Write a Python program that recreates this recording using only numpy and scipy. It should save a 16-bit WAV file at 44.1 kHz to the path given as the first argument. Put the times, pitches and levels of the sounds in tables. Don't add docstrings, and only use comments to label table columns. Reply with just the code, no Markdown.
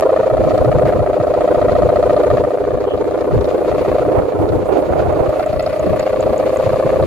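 import sys
import numpy as np
from scipy import signal
from scipy.fft import rfft, irfft, next_fast_len
from scipy.io import wavfile
from scipy.ndimage import uniform_filter1d, map_coordinates

SR = 44100
rng = np.random.default_rng(int(sys.argv[2]) if len(sys.argv) > 2 else 0)


def inscribe(sig):
    pcm = np.round(np.clip(np.atleast_2d(sig).T, -1, 1) * 32767)
    wavfile.write(sys.argv[1], SR, pcm.astype(np.int16))


N = 311520

# t/s, f/Hz (full swings)
SWING = [(0, 14.38), (.33, 14.5), (.62, 14.42), (1.45, 14.47), (1.65, 14.54), (2.3, 14.56), (2.5, 14.85),
         (2.65, 14.97), (2.95, 14.83), (3.25, 15.02), (3.55, 14.78), (4, 14.86), (5.2, 14.9), (5.9, 15.02),
         (6.35, 14.99), (6.52, 15.13), (6.8, 15), (7.06, 15.03)]
# t/s, turbulence (0-1), lean (0 = the backward stroke drags, 1 = the forward one)
AIR = [(0, .04, 0), (.6, .08, 0), (2.3, .04, 0), (2.7, .12, 0), (4, .2, 0), (4.3, .4, 0), (4.7, .4, .05),
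       (5.2, .35, .4), (5.5, .12, .5), (5.9, .12, .75), (6.2, .06, 1), (7.06, .05, 1)]
# t/s, mean f/Hz before the stroke ratios, relative level/dB
RIBBON = [(0, 531.5, -11.5), (0.42, 572, -14.5), (0.85, 555, -13), (1.05, 575, -15.5), (1.5, 560.3, -12.5),
          (2.3, 536, -11), (2.5, 522, -15.5), (3.0, 514, -16), (3.6, 527.4, -15.5), (3.92, 525, -12),
          (4.17, 534, -15.5), (4.27, 502, -18), (4.45, 539, -17), (4.65, 517, -18.5), (4.75, 502, -15),
          (4.94, 594, -17), (5.12, 558, -16), (5.28, 568, -15.5), (5.4, 619, -14.5), (5.7, 584.6, -15.5),
          (6.15, 554.3, -14), (7.06, 535, -12)]
# t/s, backward pitch (ratio), backward extra level/dB,
# forward length (ratio)
BANK = [(0, 0.96, 2, 1.094), (1, 0.97, 0.5, 1.044), (2.35, 0.94, 0, 1.09), (2.6, 0.94, -0.5, 0.77),
        (3.2, 0.91, 1, 0.75), (4, 0.96, -1.5, 0.842), (5.5, 0.92, -2, 0.92), (7.06, 0.97, -2, 0.99)]
# t/ms from its middle, pitch (ratio), relative level/dB
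FREE_STROKE = [(-8, 0.886, -17), (-11.5, 0.882, -14), (-7.5, 0.979, 4), (-2.5, 1.099, 3),
               (-1.5, 1.049, -5.5), (4, 0.857, -16), (13, 0.5865, -16), (21, 0.58, -16)]
DRAG_STROKE = [(-31, 0.59, -25), (-20.5, 0.594, -27.5), (-12, 0.818, -6.5), (-6, 0.937, -1),
               (-1, 1.045, 1.5), (0.5, 1.34, -0.5), (4, 0.855, -22.5), (10.5, 0.743, -23)]
# multiple of the pitch, relative level/dB
OVERTONES = [(1, -4), (2, -19), (3, -31), (4, -43), (5, -45), (6, -50), (7, -47.5)]
# f/Hz, relative level/dB per Hz
RASP_COLOUR = [(170, -80), (300, -3), (450, -2), (700, -2), (1100, -12.5), (1450, -12), (2200, -72),
               (4000, -72)]
FIZZ_COLOUR = [(600, 4.5), (1100, 3.5), (1800, 1), (2500, -23), (3100, -9.5), (4400, -15), (5300, -27),
               (7000, -20.5), (10000, -34), (15000, -46)]
# f/Hz, level/dB per Hz
SIZZLE = [(0, -47), (3.2, -43), (3.8, -27.5), (4.5, -53), (5.1, -35), (5.6, -23.5), (6.5, -31), (7.06, -37)]
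SIZZLE_COLOUR = [(1500, -42), (1950, 7), (2300, 0), (2900, -31), (4300, -7.5), (5500, -29.5)]
# t/s, delay/ms
GROUND = [(0, 9.38), (1, 9.92), (2, 9.99), (4.1, 9.88), (5.5, 9.67), (7.06, 9.49)]
# f/Hz, level/dB
DIRECT_COLOUR = [(1000, 0.5), (1500, -1.5), (2200, -2), (5000, 5.5)]
ECHO_COLOUR = [(300, 1), (600, 2), (1300, 0), (2200, 2.5), (3200, -1), (5000, -4.5), (10000, 4)]

# t/s, left relative level/dB, right relative level/dB
WIND = [(0.0, -32, -27), (0.27, -26, -30.5), (0.36, -22, -20), (0.78, -17.5, -22.5), (1.35, -26, -42.5),
        (1.71, -17.5, -21.5), (2.01, -23, -31), (2.34, -19.5, -30), (2.58, -31, -45), (2.76, -25, -37),
        (3.24, -29.0, -47), (3.39, -12, -19), (3.51, -23.5, -38), (3.72, -22, -32.5), (4.2, -19.5, -38.0),
        (4.32, -30, -49), (4.41, -17.5, -29), (4.56, -16, -28), (4.65, -22, -43), (5.1, -16.5, -36),
        (5.43, -30, -54), (5.55, -19.5, -33), (5.73, -29, -34), (5.91, -16, -22.5), (6.12, -27, -39),
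        (6.24, -20.5, -28), (6.51, -26.5, -43), (6.72, -23.5, -25), (6.81, -33, -25.5), (7.05, -16.5, -23)]
# t/s, relative level/dB
ROAR = [(0, -24), (.28, -25.5), (.45, -19.5), (.6, -17), (1, -21.5), (1.12, -25), (1.5, -20.5), (1.8, -20),
        (2.1, -25), (2.33, -20.5), (2.5, -26.5), (3.24, -21.5), (3.33, -18), (3.46, -19.5), (3.9, -24),
        (4.17, -17.5), (4.32, -27), (4.42, -15.5), (4.49, -20.5), (4.57, -14.5), (4.67, -34.5), (4.78, -16),
        (4.88, -25.5), (5.2, -18.5), (5.45, -30), (5.8, -26.5), (5.9, -19), (6.08, -29), (6.28, -20),
        (6.78, -34), (6.87, -18.5), (6.93, -28), (7.02, -17.5)]
# t/s, relative level/dB
RUSH = [(3.7, -70), (4.08, -22.5), (4.17, -12.5), (4.28, -22), (4.43, -16.5), (4.65, -19.5), (4.73, -13.5),
        (4.82, -16.5), (4.9, -17), (5, -12.5), (5.1, -14.5), (5.22, -14), (5.32, -22), (5.4, -15.5),
        (5.6, -78)]
# t/s, length/s, level/dB
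SLAPS = [(4.157, .016, -13), (4.193, .012, -10.5), (4.291, 0.0081, -15), (4.43, .012, -12),
         (4.693, .009, -10), (4.729, 0.011, -11), (4.77, .016, -11.5), (4.935, 0.0098, -9),
         (5.101, .012, -8.5), (5.207, 0.013, -10.5)]
# t/s, length/s, relative level/dB, mean f/Hz, left over right level/dB
GUSTS = [(0.332, 0.011, -18.5, 120.0, -2), (0.465, 0.027, -20, 145.0, -11),
         (0.547, 0.018, -19.5, 100.0, -2), (0.616, 0.013, -13.5, 100.0, 0), (0.689, 0.032, -14.5, 117, 3),
         (0.766, 0.025, -16, 121, -3), (0.85, 0.03, -18.5, 119, -2), (1.009, 0.027, -13.5, 140.0, 2.0),
         (1.206, 0.015, -20, 114, -4), (1.69, 0.012, -17.5, 89.5, 0), (1.729, 0.0087, -18, 124, -1),
         (1.78, 0.018, -29, 100.0, -3), (1.837, 0.015, -17, 126, -2), (1.891, 0.019, -20, 105.0, 3.0),
         (2.333, 0.025, -16.5, 127, 5), (2.746, 0.016, -18, 115.0, 0), (3.348, 0.033, -13.0, 126, -1),
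         (3.378, 0.015, -13, 95.0, 0), (3.911, 0.021, -23, 79, 5.0), (4.183, 0.016, -19, 89, 20),
         (4.4, 0.0089, -15, 141, 8), (4.527, 0.039, -22, 113, 12.0), (4.565, 0.015, -19, 109, 14.0),
         (5.001, 0.013, -19.0, 115.0, 24.0), (5.082, 0.017, -17.5, 96, 23.0),
         (5.211, 0.0093, -15, 126, 14.0), (5.29, 0.013, -17, 116, 27.0), (5.564, 0.012, -19.0, 95.0, 0),
         (6.674, 0.013, -14.5, 105.0, -2), (6.741, 0.017, -20.5, 75.0, -3),
         (6.858, 0.014, -18, 125.0, -2.0), (7.021, 0.021, -17.5, 102, 1)]
# f/Hz, relative level/dB per Hz
RUMBLE_COLOUR = [(15, -35), (30, -19), (50, -6), (75, -0.5), (110, -3), (160, -7.5), (230, -8.5),
                 (400, -11), (800, -29), (2000, -62), (6000, -79)]
ROAR_COLOUR = [(150, -43), (240, -11.5), (310, 1), (420, -2), (600, -11.5), (800, -14), (1300, -30.5),
               (2500, -54.5)]
RUSH_COLOUR = [(200, -33), (320, -2), (480, 2.5), (700, -1.5), (850, -9.5), (1200, -17), (1600, -26.5),
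               (2400, -33), (5000, -55)]
# t/s, relative hiss level/dB
BREEZE = [(0.0, -58), (0.57, -55), (1.08, -58), (2.18, -54), (2.54, -57.5), (2.77, -62), (3.91, -53),
          (4.27, -59), (5.68, -55), (6.11, -55), (6.55, -52), (7.06, -52.5)]
# t/s, length/s, level/dB
SWISHES = [(0.674, 0.025, -58), (4.676, 0.028, -52), (4.793, 0.025, -52), (5.39, .05, -53),
           (5.755, 0.025, -55), (6.555, 0.021, -48)]
# f/Hz, relative level/dB per Hz
RUSTLE_COLOUR = [(200, -33), (330, -1), (600, -6.5), (1100, 10), (1600, -3), (2400, 3), (3100, -5.5),
                 (4500, -6), (5400, -15), (7000, -11.5), (10000, -44)]
HISS_COLOUR = [(2000, -35), (5000, -13), (7000, -5.5), (9000, 0.5), (12000, -2), (14000, -6.5),
               (15500, -40)]

# t/s, peak level/dB, middle f/Hz
CHIPS = [(4.6553, -45, 6880), (5.1243, -43, 7000), (5.2919, -44, 7600), (5.46, -38, 7320),
         (5.624, -34, 7250), (5.793, -33, 6800), (5.9934, -29, 7070), (6.205, -30, 7070),
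         (6.3777, -29.5, 7040), (6.569, -30.5, 6990), (6.7775, -47, 6860)]
# t/s, length/s, relative level/dB
PEEP = (2.912, .04, -39)
# t/s, relative level/dB
CRACKLES = [(0.5442, -27), (0.5764, -19), (0.6445, -24), (1.2256, -27), (1.718, -25), (1.8946, -32),
            (2.13, -24), (2.1634, -32), (3.208, -22.5), (3.409, -22), (3.4424, -23), (3.453, -26),
            (3.487, -24), (4.489, -25)]
# f/Hz, relative level/dB per Hz
PEEP_COLOUR = [(2000, -40), (2700, -5), (3100, 1), (3400, -6), (3800, -35), (6000, -71)]
CRACKLE_COLOUR = [(1000, -8), (4000, 18), (8000, -1), (15000, -23), (18000, -60)]
SCUFF_COLOUR = [(900, -20), (1500, 0), (1900, -1), (2600, -13), (5000, -26), (12000, -33)]

FIRST_SWING = -0.44
BACK_SHARE = .476
PITCH_RATIO, STROKE_DB, DRAG_DB = 1.02, 3.5, 2.5
DRAG_FLAT, DRAG_HOLDS = 0.085, 0.17
BRIGHTENS, DRAG_DULL_DB = 0.23, 6.5
DRAG_FIZZ_DB, FIZZ_SCATTER_DB = -2.5, 1.5
PATCH_DB = 3.5
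SMOOTH_TEAR, DRAG_TEAR, EDDY_TEAR = .14, .26, 1
SAG, LINGER, SAG_MS, SAG_LATE_MS = .25, .2, 7, 2.5
FLUTTER_DB, LUMP_DB = 1.2, 2.4
TOP_HZ = 15500


def amp(db):
    return 10 ** (np.asarray(db) / 20)


def unit(x):
    return x / np.sqrt(np.mean(x ** 2) + 1e-20)


def read(rows, at=None):
    places, *columns = np.transpose(rows)
    at = np.arange(N) / SR if at is None else at
    return [np.interp(at, places, column) for column in columns]


def wobble(rate):
    knots = rng.standard_normal(int(N * rate / SR) + 4)
    return map_coordinates(knots, [np.arange(N) * rate / SR])


def filtered(x, response):
    m = next_fast_len(N + 8192)
    return irfft(rfft(x, m) * response(np.fft.rfftfreq(m, 1 / SR)), m)[..., :N]


def noise(colour, channels=2):
    f, db = np.transpose(colour)
    white = rng.standard_normal((channels, N))
    return unit(filtered(white, lambda hz: amp(np.interp(np.log(hz + 1), np.log(f), db))))


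def place(times, grains):
    index = np.round(np.asarray(times) * SR).astype(int)[:, None] + np.arange(grains.shape[1])
    inside = (index >= 0) & (index < N)
    return np.bincount(index[inside], grains[inside], N)


def swells(times, lengths, levels_db):
    t = np.arange(N) / SR
    rows = zip(times, lengths, levels_db)
    return np.sqrt(sum(amp(2 * db) * np.exp(-2 * ((t - s) / length) ** 2) for s, length, db in rows))


def hummer(tone_db=3.0, rasp_db=-9, fizz_db=-25, buzz_db=-0.45):
    both_ways = np.hstack([strokes(backward=False), strokes(backward=True)])
    tone, tearing, fizzing = whoops(both_ways)
    rasp = tearing * noise(RASP_COLOUR, channels=1)[0]
    fizz = amp(fizz_db) * noise(FIZZ_COLOUR, channels=1)[0]
    buzz = fizzing * amp(buzz_db) * patchy(fizz + sizzle())
    return amp(tone_db) * tone + amp(rasp_db) * rasp + buzz


def strokes(backward):
    swings = FIRST_SWING + np.cumsum(read(SWING)[0]) / SR
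    wanted = np.arange(backward * (BACK_SHARE - 1), swings[-1], 1)
    times = np.interp(wanted, swings, np.arange(N) / SR)
    pitch_hz, effort_db = read(RIBBON, times)
    turbulence, lean = np.clip(read(AIR, times), 0, 1)
    back_ratio, back_db, forward_length = read(BANK, times)
    drag = 1 - lean if backward else lean
    pitch_hz = PITCH_RATIO * pitch_hz * (1 - DRAG_FLAT * (drag - .5)) * back_ratio ** (backward - .5)
    lull_db = effort_db.mean() - effort_db
    level_db = effort_db + (drag - .5) * (DRAG_DB + DRAG_HOLDS * lull_db) + backward * back_db
    length = 1 + LINGER * lean if backward else forward_length
    return np.array([times, pitch_hz, level_db, drag, turbulence, length, backward * lean * SAG])


def whoops(columns, scatter_db=2.5, detune=0.084, slip=2.4, waver=0.16, stagger=0.0059, full_db=-15):
    times, pitch_hz, level_db, drag, turbulence, length, sag = columns[:, :, None]
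    half = SR // 36
    ms = np.arange(-half, half) * 1000 / SR
    peak_ms = FREE_STROKE[2][0]
    own_ms = peak_ms + (ms - peak_ms) / length
    courses = np.array([read(FREE_STROKE, own_ms), read(DRAG_STROKE, own_ms)])
    (free_ratio, free_db), (drag_ratio, drag_db) = uniform_filter1d(courses, size=130)

    size, tune, shift, late = turbulence * rng.standard_normal((len(times), 4)).T[:, :, None]
    eddies = signal.resample(rng.standard_normal((len(times), 16)), len(ms), axis=1)
    hz = pitch_hz * (free_ratio + drag * (drag_ratio - free_ratio))
    hz = hz * (1 + detune * tune + waver * turbulence * eddies)
    hz = hz * (1 - sag * np.tanh((ms - peak_ms - SAG_LATE_MS) / SAG_MS))
    phase = 2 * np.pi * np.cumsum(hz, axis=1) / SR

    course = amp(free_db + drag * (drag_db - free_db)) * signal.windows.tukey(len(ms), .1)
    mean_phase = np.average(phase, axis=1, weights=course ** 4, keepdims=True)
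    phase = phase - mean_phase + slip * shift
    swell = amp(STROKE_DB + level_db + scatter_db * size) * course
    tilt_db = BRIGHTENS * (level_db - full_db) - DRAG_DULL_DB * drag
    tone = sum(amp(db + np.sqrt(k) * tilt_db) * np.sin((k + 1) * phase)
               for k, (_, db) in enumerate(OVERTONES))

    tearing = swell * (SMOOTH_TEAR + DRAG_TEAR * drag + EDDY_TEAR * turbulence)
    fizz_db = DRAG_FIZZ_DB * drag + FIZZ_SCATTER_DB * rng.standard_normal(times.shape)
    fizzing = swell * amp(fizz_db) * unit((1 + np.cos(phase)) ** 2)
    starts = (times - half / SR + stagger * turbulence * late)[:, 0]
    return place(starts, swell * tone), place(starts, tearing), place(starts, fizzing)


def patchy(x):
    z = signal.stft(x, nperseg=512)[2]
    across_pitch = uniform_filter1d(rng.standard_normal(z.shape), size=5, axis=0)
    patches = uniform_filter1d(across_pitch, size=4, axis=1)
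    return signal.istft(z * amp(PATCH_DB * unit(patches)), nperseg=512)[1][:N]


def sizzle():
    return amp(read(SIZZLE)[0]) * noise(SIZZLE_COLOUR, channels=1)[0]


def outdoors(x, lead_ms=0.069, left_echo=1.154, right_echo=0.51, skew_ms=0.16, scatter_db=-13,
             t60=0.68, right_db=2.0, echo_fade=0.22):
    def left_first(hz, ms):
        return np.exp(np.outer([1, -1], 1j * np.pi * hz * ms / 1000))

    delay_ms, = read(GROUND)
    strength = 1 - echo_fade * read(AIR)[0]
    late = map_coordinates(x, [np.arange(N) - delay_ms * SR / 1000], order=3)
    echo = strength * filtered(late, lambda hz: left_first(hz, -skew_ms) * amp(read(ECHO_COLOUR, hz)[0]))
    direct = filtered(x, lambda hz: amp(read(DIRECT_COLOUR, hz)[0]))
    both = direct + np.array([[left_echo], [right_echo]]) * echo
    ports = filtered(both, lambda hz: left_first(hz, lead_ms))
    t = np.arange(SR // 3) / SR
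    tail = rng.standard_normal((2, len(t))) * amp(-60 * t / t60)
    tail /= np.linalg.norm(tail, axis=1, keepdims=True)
    scattered = signal.fftconvolve(x[None], tail, axes=1)[:, :N]
    left, right = ports + amp(scatter_db) * scattered
    return np.array([left, amp(right_db) * right])


def buffeting(rumble_db=-1, roar_left_db=-3, roar_right_db=0, rush_db=-2):
    def eddying(colour):
        lumps = np.array([wobble(45), wobble(45)])
        return unit(amp(LUMP_DB * lumps) * noise(colour))

    rumble_level = amp(np.array(read(WIND)) + rumble_db + FLUTTER_DB * wobble(13))
    rumble = rumble_level * eddying(RUMBLE_COLOUR)
    roar_level = amp(read(ROAR)[0] + np.array([[roar_left_db], [roar_right_db]]))
    roar = roar_level * eddying(ROAR_COLOUR)
    rush_level = np.hypot(amp(read(RUSH)[0] + rush_db), swells(*np.transpose(SLAPS)))
    rush = np.array([[0], [1]]) * rush_level * eddying(RUSH_COLOUR)
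    return rumble + roar + rush + thuds()


def thuds(level_db=0, wander=0.3, port_lag=1.04):
    s, length, db, pitch_hz, pan_db = np.transpose(GUSTS)[:, :, None]
    t = np.arange(-SR // 12, SR // 12) / SR
    drift = signal.resample(rng.standard_normal((2, len(s), 20)), len(t), axis=2)
    phase = 2 * np.pi * np.cumsum(pitch_hz * (1 + wander * drift), axis=2) / SR
    middle = rng.uniform(0, 2 * np.pi, s.shape) + port_lag * rng.standard_normal((2, len(s), 1))
    phase += middle - phase[:, :, len(t) // 2, None]
    push = 2 * amp(db + level_db) * .5 ** (2 * (t / length) ** 2) * np.sin(phase)
    starts = s[:, 0] + t[0]
    return np.array([place(starts, port / np.hypot(1, amp(side * pan_db)))
                     for port, side in zip(push, (-1, 1))])


def grass(rustle_db=14, rustle_grows=0.86, hiss_db=-0.5, flicker_db=2.5, shared=0.92):
    breeze_db, = read(BREEZE)
    mean_db = breeze_db.mean()
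    rustle_level_db = mean_db + rustle_grows * (breeze_db - mean_db) + rustle_db
    blades = unit(noise(RUSTLE_COLOUR) + shared * noise(RUSTLE_COLOUR, channels=1))
    rustle = amp(rustle_level_db + flicker_db * wobble(40)) * blades
    hiss_level = np.hypot(amp(breeze_db + hiss_db), swells(*np.transpose(SWISHES)))
    return rustle + hiss_level * noise(HISS_COLOUR)


def bird(length=0.0064, sweep=0.33, left_db=0, right_db=0):
    s, peak_db, pitch_hz = np.transpose(CHIPS)
    u = np.arange(int(length * SR)) / (length * SR)
    phase = 2 * np.pi * np.cumsum(pitch_hz[:, None] * (1 + sweep * (u - .5)), axis=1) / SR
    ticks = amp(peak_db)[:, None] * np.sin(np.pi * u) ** 2 * np.sin(phase)
    return amp([[left_db], [right_db]]) * place(s, ticks)


def peep():
    opposed = np.array([[.6], [-.8]]) * noise(PEEP_COLOUR, channels=1)
    rasp = opposed + .55 * noise(PEEP_COLOUR)
    return swells(*np.transpose([PEEP])) * rasp


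def crackles(level_db=-11):
    s, peak_db = np.transpose(CRACKLES)
    t = np.arange(SR // 30) / SR
    envelope = amp(-60 * t / .035) * (1 - np.exp(-t / .001))
    return place(s, amp(peak_db[:, None] + level_db) * envelope) * noise(CRACKLE_COLOUR)


def scuff(level_db=-32):
    envelope = np.exp(-.5 * ((np.arange(N) / SR - .885) / .017) ** 2)
    return amp(level_db) * envelope * noise(SCUFF_COLOUR, channels=1)


def scene():
    return outdoors(hummer()) + buffeting() + grass() + bird() + peep() + crackles() + scuff()


def record(dry):
    return filtered(np.clip(dry, -1, 1), lambda hz: hz < TOP_HZ)


dry = scene()
out = record(dry)
inscribe(out)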